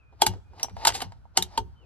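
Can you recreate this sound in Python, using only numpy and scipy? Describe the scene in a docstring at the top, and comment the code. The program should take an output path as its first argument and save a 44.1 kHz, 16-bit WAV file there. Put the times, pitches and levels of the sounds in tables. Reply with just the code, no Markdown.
"""Rifle bolt on a bench

A rifle lying on a wooden bench outdoors has its bolt cycled: lifted, drawn back, pushed home and locked.
Steel contacts are bursts of noise with ringing tones for the steel parts and the stock; filtered noise makes
the scrape of the bolt and the rubs of hand and sleeve. Slow-starting low tones make the bench boom.
Fading noise spreads reflections around; gliding tones are far birds, and filtered noise is the rumbling air.
"""
import sys
import numpy as np
from scipy import signal
from scipy.fft import rfft, irfft
from scipy.io import wavfile

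SR = 44100
rng = np.random.default_rng(int(sys.argv[2]) if len(sys.argv) > 2 else 0)


def digitize_waveform(pressure):
    """Quantize a signal to 16-bit integers and store it at the path in sys.argv[1].

    Rows of a 2-D input are taken as channels; values are limited to [-1, 1].
    """
    field = np.atleast_2d(pressure).T
    bounded = np.clip(field, -1, 1)
    quanta = np.round(bounded * 32767).astype(np.int16)
    wavfile.write(sys.argv[1], SR, quanta)


N = 81585

# Hard steel contacts. Each row: peak of the crack in seconds, rise in seconds, fall in seconds, six crack levels
# in dB (one for each pitch in CRACK_HZ), knock pitch in Hz, knock level in dB, knock time to fade by 60 dB
# in seconds, pitch of the struck part in Hz, its level in dB.
CLACKS = [ (0.22, 0.0015, .0018, -49.5, -21, -26.5, -25.5, -17.5, -26, 847, -4, 0.04, 3320, -7.5),
          (.2660, 0.0012, .0025, -35, -30, -27.5, -27, -20.5, -27.5, 856.7, -13, 0.06, 5270, -18.5),
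          (0.631, 0.00068, .0018, -50, -59.5, -48, -40.5, -28, -37, 760, -28.5, .04, 5840, -3),
          (0.8512, 0.001012, .0030, -54.5, -25.5, -27, -27, -21, -36, 937, -15, 0.056, 4000, -16.5),
          (0.8713, 0.0009, .0025, -48.5, -25.5, -24, -28.5, -16.5, -26, 868, -11, 0.027, 8050, -14),
          (.8780, 0.006, .0070, -47, -21, -45.5, -23.5, -17.5, -34.5, 611, -23, 0.041, 5106, 2),
          (0.951, 0.0092, 0.02, -48, -58.5, -38, -35, -28, -46, 780, -26, 0.044, 4005, -30),
          (1.0203, 0.0038, 0.0034, -44.5, -38, -38, -37.5, -32.5, -44.5, 759, -26.5, 0.054, 3050, -18.5),
          (1.374, .0012, .0016, -38, -31, -24.5, -28.5, -12.5, -29, 805, -10, 0.014, 3020, -10),
          (1.424, 0.00038, .0026, -61, -58.5, -41.5, -40.5, -26, -35, 930, -56.5, .03, 3765, -17.5),
          (1.5764, .0009, 0.0045, -42.5, -32, -40.5, -33, -31, -44, 912, -13.5, 0.048, 3210, -20)]
# Pitches at which the crack levels are given, in Hz.
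CRACK_HZ = [400, 800, 1600, 3200, 6400, 12000]
# Light touches of hand and bolt.
# Each row: peak of the tick and start of the knock in seconds, stock knock in dB, steel tick in dB.
TOUCHES = [(0.127, -44.5, -81), (.337, -37.5, -55), (.534, -46.5, -71), (.597, -50, -44.5),
           (.645, -23, -46.5), (.684, -32, -60), (0.696, -45.5, -54), (.767, -26.5, -49),
           (.890, -21, -28.5), (0.903, -25, -35), (.922, -47, -38), (1.004, -40, -35.5),
           (1.121, -37.5, -54), (1.254, -40.5, -78)]
# Tone colour of a light tick: relative level in dB at each pitch in CRACK_HZ.
TOUCH_COLOUR_DB = [-24.5, -14, -2.5, -8.5, -5.5, -25.5]
# Tones of the stock under a light touch. Each row: pitch in Hz, relative level in dB, 60 dB fade in seconds.
TOUCH_KNOCK = [(700, -8, .028), (800, -3, .03), (915, -5, .032)]
# Tones of the knocked stock. Each row: pitch in Hz, relative level in dB, 60 dB fade in seconds.
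STOCK = [(368.1, -26, 0.18), (424.3, -25, 0.17), (745, -26.5, .06), (776, -20.5, 0.11), (901, -15.5, .11),
         (1128, -29.5, .06)]
# Tones of the ringing steel. Each row: pitch in Hz, relative level in dB, 60 dB fade in seconds.
STEEL = [(2875, -5, .12), (3160, -4, .11), (3370, -4, .1), (4020, -5, .08), (4810, -2, .06),
         (5324, -3, .07), (5803, -5, .1), (6190, -7, .14), (7100, -6, .07), (11500, -6, .06)]
# Friction of the sliding bolt over time. Each row: time in seconds, level in dB.
SLIDE = [(0, -113), (.19, -67.5), (.21, -45.5), (.33, -53), (.44, -89), (.55, -65), (.61, -44.5),
         (.67, -62), (.745, -66.5), (.78, -50), (.84, -39), (.92, -46.5), (1.0, -48), (1.04, -42.5),
         (1.08, -62), (1.2, -74.5), (1.33, -82), (1.37, -40.5), (1.48, -60.5), (1.56, -50), (1.65, -71.5),
         (1.85, -77.5)]
# Tone colour of the friction. Each row: pitch in Hz, relative level in dB per Hz.
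SLIDE_COLOUR = [(150, -11.5), (400, 3), (600, 7.5), (850, 17), (1200, 2.5), (2200, -3), (3500, -5),
                (5500, -0.5), (8000, -18.5), (12000, -24), (15000, -39.5)]
# Soft rubs of hand and sleeve on the stock. Each row: middle in seconds, half length in seconds, level in dB.
RUBS = [(0.134, 0.013, -61.5), (0.338, 0.035, -52), (0.554, 0.033, -58.5), (0.707, 0.0079, -51.5),
        (0.962, 0.023, -52), (1.839, 0.024, -62)]
# Tone colour of the rubs. Each row: pitch in Hz, relative level in dB per Hz.
RUB_COLOUR = [(120, -20.5), (300, 2), (420, 2.5), (650, -4), (1200, -13), (2500, -26.5), (5000, -26.5),
              (9000, -41.5), (15000, -55)]
# Jolts that reach the bench through the rest bag.
# Each row: start in seconds, level in dB, tilt towards the higher tones in dB per octave.
THUMPS = [(.274, -21, 3), (.708, -35.5, 3.5), (0.883, -32.5, 1.5), (1.04, -33.5, 0.5), (1.38, -31, 14.5),
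          (1.585, -29, -6.5)]
# Tones of the bench top. Each row: pitch in Hz, relative level in dB, 60 dB fade in seconds.
BENCH = [(60.5, -2, 0.29), (97, 0.5, .22), (119.6, -9.5, 0.21), (182.3, -11.5, .22)]
# Delay of the right side. Each row: pitch in Hz, delay in seconds.
RIGHT_LAG_S = [(300, 0.00017), (900, 0.00018), (3000, 0.000047), (6000, 0.000078), (9000, 0.000069),
               (13000, 0.000083)]
# Bird notes. Each row: start in seconds, length in seconds, pitch in Hz, final drop in Hz, level in dB.
CHIRPS = [(-.045, .085, 2700, 450, -66), (.02, .14, 2470, 30, -69), (.44, .15, 2460, 30, -71),
          (.665, .05, 2400, 40, -63), (1.755, .115, 3070, 1300, -67)]
# Tone colour of the quiet air. Each row: pitch in Hz, relative level in dB per Hz.
AIR = [(25, -5.5), (60, 3.5), (120, 1.5), (230, -20), (500, -18), (800, -17.5), (1100, -19), (1400, -14),
       (1900, -28.5), (3300, -34), (6000, -41.5), (10000, -50.5), (15000, -54.5)]
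# Low rumble over time. Each row: time in seconds, level in dB.
RUMBLE = [(0, -67), (.2, -49.5), (.42, -50.5), (.6, -52.5), (.7, -49.5), (.73, -41), (.8, -43), (1.08, -47),
          (1.22, -51.5), (1.35, -56.5), (1.45, -44.5), (1.55, -52.5), (1.65, -41.5), (1.8, -54.5)]
# Tone colour of the rumble. Each row: pitch in Hz, relative level in dB per Hz.
RUMBLE_COLOUR = [(25, -24.5), (55, 8.5), (100, 4.5), (160, -10), (300, -19.5), (900, -55.5)]

# Contacts: the lead is the time from the start of a burst to its peak.
LEAD_S, LEVEL_WINDOW_S = 0.02, 0.01
CHATTER_DB, CHATTER_S = -21.5, 0.013  # loose parts buzz on after a contact
GRAIN_DB = 3  # unevenness of the tiny impacts
STRIKE_SPREAD_DB = 2  # no two blows excite a tone alike
RING_ONSET_S = 0.001
STEEL_DB = -11  # ringing steel against the treble of the crack
PART_SPLIT, PART_TWIN_DB, PART_T60_S = 0.035, -9.5, 0.022  # the second tone is lower by this fraction
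TOUCH_RISE_S, TOUCH_FALL_S = 0.0006, 0.003
SLIDE_GRAIN_DB = 5.5
BENCH_SOFT_S, BENCH_PIVOT_HZ = 0.011, 98

# Reflections: level in dB, time to fade by 60 dB in seconds, and a filter pitch in Hz.
GLANCE_DB, GLANCE_T60_S, GLANCE_HZ = -6, 0.003, 3000  # the treble glances off scope and chassis
NEAR_DB, NEAR_T60_S = -10, 0.07  # bench and shooter
BOARDS_DB, BOARDS_T60_S, BOARDS_HZ = -2, 0.17, 420  # the planks resound under the rifle
TAIL_DB, TAIL_T60_S, TAIL_DULL_HZ = -33, 0.6, 3000  # scatter from the trees
BIRD_ECHO_DB, BIRD_ECHO_T60_S = -5, 0.2  # far calls come blurred through the trees

BIRD_BEND = 3.5  # the higher, the later a note drops
AIR_DB, LEFT_DB = -61.5, 0.9
CUTOFF_HZ, TOP_HZ = 16500, 13900

T = np.arange(N) / SR
SHORT = T[:SR // 5]
EDGES = np.geomspace(200, 16000, 14)  # borders of the crack's bands, in Hz
BANK = [signal.butter(2, pair, "band", fs=SR, output="sos") for pair in zip(EDGES, EDGES[1:])]


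def amp(db):
    """Turn decibels into a gain."""
    return 10 ** (np.asarray(db) / 20)


def unit(x):
    """Scale a sound to an average (rms) level of 1."""
    return x / np.sqrt(np.mean(x ** 2) + 1e-30)


def add(out, s, x):
    """Mix x into out from time s."""
    i = max(int(s * SR), 0)
    out[i:i + len(x)] += x[:max(N - i, 0)]


def level(curve):
    """Draw a gain over time through points of seconds and dB."""
    return amp(np.interp(T, *np.transpose(curve)))


def coloured(x, points):
    """Shape the spectrum of x through points of Hz and dB, then scale it to rms 1."""
    hz, db = np.transpose(points)
    f = np.maximum(np.fft.rfftfreq(N, 1 / SR), 1)
    gain = amp(np.interp(np.log(f), np.log(hz), db))
    gain = gain * (f > 24)  # drop the very lowest pitches
    return unit(irfft(rfft(x) * gain, N))


def ring(modes, t, onset_s):
    """A struck body sounds fading tones, which swell in softly over the onset."""
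    # A single tone keeps its exact level; several each get a chance strength.
    spread_db = STRIKE_SPREAD_DB * (len(modes) > 1)
    tones = 0
    for hz, db, t60 in modes:
        fade = amp(db + spread_db * rng.normal() - 60 * t / t60)
        tones = tones + fade * np.sin(2 * np.pi * hz * t)
    return tones * (1 - np.exp(-t / onset_s))


def crack(rise, fall, octave_db):
    """Tiny impacts crowd up to a peak and die away, with a separate strength in each band."""
    t = SHORT - LEAD_S
    after = np.maximum(t, 0)
    chatter = amp(CHATTER_DB) * np.exp(-after / CHATTER_S)
    shape = np.exp(np.minimum(t, 0) / rise) * (np.exp(-after / fall) + chatter)
    noise = rng.standard_normal((2, len(t)))
    impacts = shape * noise * amp(GRAIN_DB * rng.standard_normal(len(t)))
    log_middles = np.log(EDGES[1:] * EDGES[:-1]) / 2
    gains = amp(np.interp(log_middles, np.log(CRACK_HZ), octave_db))
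    bands = 0
    for k, (sos, gain) in enumerate(zip(BANK, gains)):
        # Neighbouring bands use different noise.
        bands = bands + gain * unit(signal.sosfilt(sos, impacts[k % 2]))
    # Each band gets the energy of a steady tone of its level lasting the level window.
    return bands * np.sqrt(LEVEL_WINDOW_S / SHORT[-1] / 2)


def clacks():
    """The bolt hits cam, stop and lugs: a crack, ringing steel and a hollow knock in the stock."""
    out = np.zeros(N)
    for s, rise, fall, *octave_db, knock_hz, knock_db, knock_t60, part_hz, part_db in CLACKS:
        hollow = ring([(knock_hz, 0, knock_t60)], SHORT, RING_ONSET_S)
        knock = amp(knock_db) * (hollow + ring(STOCK, SHORT, RING_ONSET_S))
        treble_db = np.mean(octave_db[3:5])
        steel = amp(STEEL_DB + treble_db) * ring(STEEL, SHORT, RING_ONSET_S)
        # The struck part rings with a pair of close tones.
        main = (part_hz, part_db, PART_T60_S)
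        twin = (part_hz * (1 - PART_SPLIT), part_db + PART_TWIN_DB, PART_T60_S)
        add(out, s - LEAD_S, crack(rise, fall, octave_db))
        add(out, s, knock + steel)
        add(out, s - rise, ring([main, twin], SHORT, rise))
    return out


def touches():
    """Light contacts as the hand works the bolt: a short steel tick and a small stock knock."""
    out = np.zeros(N)
    for s, knock_db, tick_db in TOUCHES:
        tick = amp(tick_db) * crack(TOUCH_RISE_S, TOUCH_FALL_S, TOUCH_COLOUR_DB)
        add(out, s - LEAD_S, tick)
        add(out, s, amp(knock_db) * ring(TOUCH_KNOCK, SHORT, RING_ONSET_S))
    return out


def slide():
    """Steel rubs on steel in uneven grains of noise, coloured by the rifle."""
    noise = rng.standard_normal(N)
    grains = noise * amp(SLIDE_GRAIN_DB * rng.standard_normal(N))
    return level(SLIDE) * coloured(grains, SLIDE_COLOUR)


def rubs():
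    """Cloth and skin brush the stock: coloured noise in short, smooth swells."""
    swell = sum(amp(db) * np.exp(-0.5 * ((T - s) / half) ** 2) for s, half, db in RUBS)
    return swell * coloured(rng.standard_normal(N), RUB_COLOUR)


def bench():
    """Each jolt sets the bench top booming softly in a few low tones."""
    out = np.zeros(N)
    for s, thump_db, tilt_db in THUMPS:
        modes = [(hz, db + tilt_db * np.log2(hz / BENCH_PIVOT_HZ), t60) for hz, db, t60 in BENCH]
        add(out, s, amp(thump_db) * ring(modes, T[:SR], BENCH_SOFT_S))
    return out


def placed(x):
    """Place a sound slightly left: the left side is louder and the right hears it later."""
    f = np.fft.rfftfreq(N, 1 / SR)
    lag = np.interp(f, *np.transpose(RIGHT_LAG_S))
    right = irfft(rfft(x) * np.exp(-2j * np.pi * f * lag), N)
    return np.array([x * amp(LEFT_DB), right])


def scatter(x, t60, dull_hz, onset_s):
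    """Many reflections blur together like fading noise, different on each side and dulled in the treble."""
    t = T[:SR]
    echoes = rng.standard_normal((2, SR)) * amp(-60 * t / t60) * (1 - np.exp(-t / onset_s))
    dull = signal.butter(1, min(dull_hz, SR / 2 - SR / 20), fs=SR, output="sos")
    echoes = signal.sosfilt(dull, unit(echoes) / np.sqrt(SR))
    return signal.fftconvolve(x[None], echoes, axes=1)[:, :N]


def birds():
    """Far birds whistle single tones that nearly hold their pitch, then drop."""
    out = np.zeros(N)
    for s, length, hz, drop_hz, db in CHIRPS:
        progress = np.clip((T - s) / length, 0, 1)
        swell = np.sqrt(np.abs(np.sin(np.pi * progress)))
        pitch = hz - drop_hz * progress ** BIRD_BEND
        out += amp(db) * swell * np.sin(2 * np.pi * np.cumsum(pitch) / SR)
    return out


def air(shared=0.3):
    """Quiet open air and a swelling low rumble: coloured noise, partly shared by the two sides."""
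    hush, rumble = rng.standard_normal((2, 2, N)) + shared * rng.standard_normal((2, 1, N))
    return amp(AIR_DB) * coloured(hush, AIR) + level(RUMBLE) * coloured(rumble, RUMBLE_COLOUR)


def scene():
    """Mix the rifle, the bench, their reflections and the woods around."""
    rifle = clacks() + touches() + slide()
    thump = bench()
    highs = signal.sosfilt(signal.butter(2, GLANCE_HZ, "high", fs=SR, output="sos"), rifle)
    glance = amp(GLANCE_DB) * scatter(highs, GLANCE_T60_S, dull_hz=16000, onset_s=0.0003)
    near = amp(NEAR_DB) * scatter(rifle, NEAR_T60_S, dull_hz=11900, onset_s=0.0025)
    far = amp(TAIL_DB) * scatter(rifle, TAIL_T60_S, dull_hz=TAIL_DULL_HZ, onset_s=0.013)
    lows = signal.sosfilt(signal.butter(4, BOARDS_HZ, fs=SR, output="sos"), rifle)
    boards = amp(BOARDS_DB) * scatter(lows, BOARDS_T60_S, dull_hz=890, onset_s=0.005)
    boom = amp(-3) * placed(thump)
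    boom = boom + amp(-5.5) * scatter(thump, 0.14, dull_hz=600, onset_s=0.0027)
    calls = birds()
    woods = amp(BIRD_ECHO_DB) * scatter(calls, BIRD_ECHO_T60_S, dull_hz=8000, onset_s=0.0055)
    woods = woods + air()
    direct = placed(rifle + rubs() + calls)
    return direct + glance + near + far + boards + boom + woods


def record(dry):
    """Round off the peaks, then remove the very top of the treble with two filters."""
    rounded = 1.1 * np.tanh(dry / 1.1)
    x = signal.sosfilt(signal.butter(12, TOP_HZ, fs=SR, output="sos"), rounded)
    return signal.sosfilt(signal.cheby2(12, 60, CUTOFF_HZ + 500, fs=SR, output="sos"), x)


dry = scene()
out = record(dry)
digitize_waveform(out)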